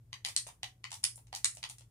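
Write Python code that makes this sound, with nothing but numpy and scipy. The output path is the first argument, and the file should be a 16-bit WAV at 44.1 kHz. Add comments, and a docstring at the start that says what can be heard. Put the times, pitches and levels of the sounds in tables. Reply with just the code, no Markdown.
"""A small bedroom, where a plastic game controller is played close to the microphone.
Buttons snap down brightly and spring back with a duller knock of the shell; sticks and caps tick between.
Each click is a burst of plastic chatter over dying resonances, and one knock leaves a thin tone hanging.
The ceiling throws each click back, the room rings briefly, and a faint mains hum lies underneath."""
import sys
import numpy as np
from scipy import signal
from scipy.fft import rfft, irfft
from scipy.io import wavfile

SR = 44100
rng = np.random.default_rng(int(sys.argv[2]) if len(sys.argv) > 2 else 0)


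def wrap_up_sound(samples):
    """Save the sound to the file named by the first command line argument, as 16-bit audio."""
    columns = np.atleast_2d(samples).T
    # keep every value between -1 and 1, then stretch to whole-number steps
    tamed = np.clip(columns, -1, 1)
    steps = np.round(tamed * 32767).astype(np.int16)
    wavfile.write(sys.argv[1], SR, steps)


N = 83790
T = np.arange(SR // 3 // 100 * 100) / SR   # time axis of one click, in seconds


def from_db(db):
    """Decibels to gain."""
    return 10 ** (np.asarray(db) / 20)


def at_hz(curve, hz):
    """Read a curve on a log-frequency axis."""
    points_hz, values = np.transpose(curve)
    return np.interp(np.log(np.maximum(hz, 1)), np.log(points_hz), values)


def unit(x):
    """Scale each channel to unit energy."""
    return x / np.sqrt(np.sum(x ** 2, axis=-1, keepdims=True) + 1e-20)


def tilt_db(hz, db_per_octave, pivot_hz):
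    """A harder contact is brighter, a softer one duller: a tilt between 1 and 10 kHz."""
    return db_per_octave * np.log2(np.clip(hz, 1000, 10000) / pivot_hz)


def equalise(x, curve, tilt=0, pivot_hz=1000):
    """Minimum-phase EQ, which keeps attacks sharp."""
    n = len(T)
    hz = np.fft.rfftfreq(n, 1 / SR)
    gain = from_db(at_hz(curve, hz) + tilt_db(hz, tilt, pivot_hz))
    cepstrum = irfft(np.log(gain), n)
    cepstrum[1:n // 2] *= 2
    cepstrum[n // 2 + 1:] = 0
    return irfft(rfft(x, n) * np.exp(rfft(cepstrum)), n)


def burst(rise_s):
    """A short swell of noise with an even spectrum, peaking near rise_s."""
    envelope = T / rise_s * np.exp(-T / rise_s)
    spectrum = rfft(rng.standard_normal(len(T)) * envelope)
    even = irfft(spectrum / (abs(spectrum) + 1e-12), len(T))
    return unit(even * np.sqrt(envelope))


def at_mics(x, lag_s=0.00013):
    """The right microphone hears the controller slightly later."""
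    return np.array([x, np.interp(T - lag_s, T, x, left=0)])


def chatter(rise_s, likeness=0.27):
    """Plastic parts meeting, partly alike at the two microphones."""
    centre = at_mics(burst(rise_s))
    wide = np.array([burst(rise_s), burst(rise_s)])
    return np.sqrt(likeness) * centre + np.sqrt(1 - likeness) * wide


def mode(hz, db, t60_s, rise_s=0.00056, radiation_hz=420):
    """One resonance, a dying sine; the small shell gives off little below radiation_hz."""
    decay_s = t60_s / np.log(1000)
    envelope = (1 - np.exp(-T / rise_s)) * np.exp(-T / decay_s)
    ring = 2 * from_db(db) / (decay_s * SR) * envelope * np.sin(2 * np.pi * hz * T)
    low_cut = signal.butter(2, radiation_hz, "high", fs=SR, output="sos")
    return at_mics(signal.sosfilt(low_cut, ring + 1e-18))


# Tone of the room's rumble and hiss: freq_hz, gain_db
AIR_EQ = [(15, -21.5), (30, -23), (50, 1), (75, -6.5), (110, 3.5), (150, -9), (200, -17), (400, -24.5),
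          (700, -30), (1500, -37.5), (4000, -41.5), (11000, -39), (16000, -43.5)]
# Centred lows, wide highs: freq_hz, left_right_likeness
AIR_LIKENESS = [(50, 1), (160, .97), (400, 0.93), (1000, .1), (16000, 0.022)]
def room_tone(level_db=-63.5):
    """A steady bed of low rumble and faint hiss."""
    hz = np.fft.rfftfreq(N, 1 / SR)
    mid, side = rfft(rng.standard_normal((2, N))) * from_db(at_hz(AIR_EQ, hz))
    likeness = np.clip(at_hz(AIR_LIKENESS, hz), 0, 1)
    spectrum = np.sqrt(1 + likeness) * mid + np.sqrt(1 - likeness) * side * [[1], [-1]]
    return from_db(level_db) * unit(irfft(spectrum, N)) * np.sqrt(N)


def mains_hum(pitch_hz=119.3, level_db=-64.5, waver_depth=0.072):
    """A faint mains tone whose level wavers slightly."""
    t = np.arange(N) / SR
    waver = np.interp(t, np.linspace(0, t[-1], 20), rng.standard_normal(20))
    tone = np.sqrt(2) * np.sin(2 * np.pi * (pitch_hz * t + rng.random()))
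    return from_db(level_db) * (1 + waver_depth * waver) * tone


def button_slides(lead_s=0.0044, relative_db=-23.5):
    """Each button slides faintly in its guide just before it snaps or knocks."""
    out = np.zeros((2, N))
    for start_s, level_db, *_ in SNAPS + KNOCKS:
        slide = equalise(chatter(rise_s=0.0012), KNOCK_EQ)
        add_in_room(out, start_s - lead_s, level_db + relative_db, slide)
    return out


# Resonances of the plastic shell, shared with the snaps: pitch_hz, level_db, t60_s
SHELL_MODES = [(1147, -15, 0.021), (1981, -1.5, 0.019), (2606, -12.5, 0.027), (3034, -1, 0.0071),
               (4120, -10, 0.018), (4616, -4.5, .011)]
# Mid-heavy tone of a knock: freq_hz, gain_db
KNOCK_EQ = [(200, -43), (400, -33.5), (600, -27.5), (1000, -9.5), (1550, -21), (2000, -11), (3000, -9.5),
            (4400, -9.5), (5400, -14), (6400, -14.5), (7600, -21.5), (9800, -21), (11500, -35.5),
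            (15500, -47)]
# Knock cues: start_s, level_db, tilt_db_per_octave, hollow_hz, hollow_db
KNOCKS = [(0.1295, -1, 1, 980, -21), (0.2483, 4.5, 5.5, 790, -13.5), (0.6314, 2, 3, 778, -2),
          (0.8412, .5, -1.5, 958, -21.5), (1.3280, -5, 2.5, 799, 8), (1.3494, -3.5, 9.5, 820, -7),
          (1.6292, -1, 2, 900, -29), (1.6388, -0.5, 1.5, 920, -5)]
def shell_knocks(pan_db=0.33):
    """A button or stick hits its stop, ringing the shell and the hollow inside it."""
    out = np.zeros((2, N))
    for start_s, level_db, tilt, hollow_hz, hollow_db in KNOCKS:
        crack = equalise(chatter(rise_s=0.00076), KNOCK_EQ, tilt, pivot_hz=2910)
        shell = sum(mode(hz, db + tilt_db(hz, tilt, pivot_hz=2650), t60_s)
                    for hz, db, t60_s in SHELL_MODES)
        hollow = mode(hollow_hz, hollow_db, t60_s=0.02)
        add_in_room(out, start_s, level_db, crack + shell + hollow)
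    return out * from_db([[-pan_db], [pan_db]])


# Thin tone of a tick: freq_hz, gain_db
TICK_EQ = [(200, -47.5), (400, -39.5), (900, -18), (1500, -28.5), (2500, -17.5), (4500, -18), (6000, -15.5),
           (8000, -16.5), (9600, -14), (11000, -21.5), (12300, -38), (15500, -38.5)]
# Tick cues: start_s, level_db, tilt_db_per_octave, thud_hz, thud_db
TICKS = [(0.263, 5, -1, 900, -32.5), (0.2853, 5.5, -0.5, 850, -13.5), (.4670, -7, -3.5, 540, -3),
         (.4705, -0.5, 9, 620, -12.5), (.4880, -8, -3.5, 750, -4.5), (0.905, -5.5, -0.5, 970, -30),
         (0.9166, 2.5, -1, 950, -24), (0.9287, -1, -1.5, 940, -11.5), (.9412, 3, 2.5, 950, -24),
         (1.031, -9, 4, 900, -11), (1.037, 2.5, -1, 900, -42), (1.1575, -4.5, 19, 600, -25),
         (1.1777, -17.5, -3.5, 560, -4.5), (1.2693, -20, -1.5, 900, -29), (1.3603, 3, 0.5, 800, -40.5),
         (1.5493, -5, 9, 700, -26), (1.5701, -3.5, 1, 660, -8.5), (1.6902, -4.5, 8, 800, -26),
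         (1.6974, 2.5, 2.5, 850, -16.5), (1.7369, -27, -2, 900, -24), (1.7832, -7.5, 2, 800, -29),
         (1.808, -15.5, -2.5, 600, -7)]
def stick_ticks(contact_db=-3.5, scuff_db=-4):
    """Sticks and caps tick lightly inside a short scuff of the thumb, some with a soft thud."""
    out = np.zeros((2, N))
    for start_s, level_db, tilt, thud_hz, thud_db in TICKS:
        contact = from_db(contact_db) * chatter(rise_s=0.00074)
        scuff = from_db(scuff_db) * chatter(rise_s=0.0022)
        tick = equalise(contact + scuff, TICK_EQ, tilt, pivot_hz=7450)
        thud = mode(thud_hz, thud_db, t60_s=0.015)
        add_in_room(out, start_s, level_db, tick + thud)
    return out


# Bright tone of a snap: freq_hz, gain_db
SNAP_EQ = [(300, -23.5), (600, -24), (1000, -11.5), (1500, -15.5), (2200, -8), (3200, -2.5), (5200, 6),
           (6300, 0.5), (7500, 2), (10200, 6), (11300, -10), (12300, -24), (15500, -52)]
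# Snap cues: start_s, level_db, tilt_db_per_octave, ring1_hz, ring1_db, ring2_hz, ring2_db
SNAPS = [(0.3636, 0.5, 0.26, 8230, 15.5, 4230, 10), (1.0395, -0.5, 0.6, 10190, 17, 5214, 16),
         (1.4444, 2, -0.5, 8170, 15, 6700, 12)]
def button_snaps(ring_t60_s=0.0084, pan_db=0.7):
    """A button snaps down, sounding the shell and two high rings of its own."""
    out = np.zeros((2, N))
    for start_s, level_db, tilt, ring1_hz, ring1_db, ring2_hz, ring2_db in SNAPS:
        crack = equalise(chatter(rise_s=0.001), SNAP_EQ, tilt, pivot_hz=6140)
        shell = sum(mode(hz, db, t60_s) for hz, db, t60_s in SHELL_MODES)
        rings = mode(ring1_hz, ring1_db, ring_t60_s) + mode(ring2_hz, ring2_db, ring_t60_s)
        add_in_room(out, start_s, level_db, crack + shell + rings)
    return out * from_db([[-pan_db], [pan_db]])


# A faint lingering ring: start_s, pitch_hz, level_db, t60_s
SPRING_RINGS = [(.6312, 750, -6, .38)]
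def spring_ring():
    """A thin tone, probably a spring, hangs on after one knock."""
    out = np.zeros((2, N))
    for start_s, pitch_hz, level_db, t60_s in SPRING_RINGS:
        add_in_room(out, start_s, level_db, mode(pitch_hz, 0, t60_s))
    return out


# Early reflections, set against the tail: delay_s, level_db, smear_s
REFLECTIONS = [(.0096, -9, 0.00036), (.0129, -14, 0.00065)]
# Reverb decay by band: freq_hz, t60_s
REVERB_DECAY = [(300, 0.24), (750, 0.16), (1500, 0.2), (4000, 0.16), (10000, 0.21), (13000, 0.28)]
# Tone of the reverb: freq_hz, gain_db
REVERB_EQ = [(300, -5.5), (800, 3), (2500, 1.5), (5000, 0.5), (9000, -1), (11000, -4), (13000, 6),
             (15500, 5)]
def bedroom(x, onset_s=0.012, scatter_db=2.5):
    """Near scatter, reflections from ceiling and walls, then a diffuse tail dying band by band."""
    hz = np.fft.rfftfreq(len(T), 1 / SR)
    noise = rfft(rng.standard_normal((2, len(T))))
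    tail = 0
    for band_hz, t60_s in REVERB_DECAY:
        band = at_hz([(f, float(f == band_hz)) for f, _ in REVERB_DECAY], hz)
        tail = tail + irfft(noise * band, len(T)) * from_db(-60 * T / t60_s)
    build_up = np.where(T < onset_s, from_db(scatter_db) * T / onset_s, 1)
    response = unit(tail * build_up)
    for delay_s, level_db, smear_s in REFLECTIONS:
        reflection = [burst(smear_s), burst(smear_s)]
        response += from_db(level_db) * np.roll(reflection, int(delay_s * SR), axis=1)
    return signal.fftconvolve(x, equalise(response, REVERB_EQ), axes=1)[:, :len(T)]


def add_in_room(out, start_s, level_db, sound):
    """Mix in a sound with a reverb of its own, because the hands keep moving."""
    start = int(start_s * SR)
    with_reverb = from_db(level_db) * (sound + bedroom(sound))
    out[:, start:start + len(T)] += with_reverb[:, :N - start]


def scene(bed_pan_db=0.46):
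    """The controller over a quiet bed that leans slightly left."""
    controller = button_snaps() + shell_knocks() + stick_ticks() + button_slides() + spring_ring()
    bed = room_tone() + mains_hum()
    return controller + bed * from_db([[bed_pan_db], [-bed_pan_db]])


def record(dry, cutoff_hz=15400):
    """A steep high cut takes off the very top."""
    return signal.sosfilt(signal.butter(20, cutoff_hz, fs=SR, output="sos"), dry)


dry = scene()
out = record(dry)
wrap_up_sound(out)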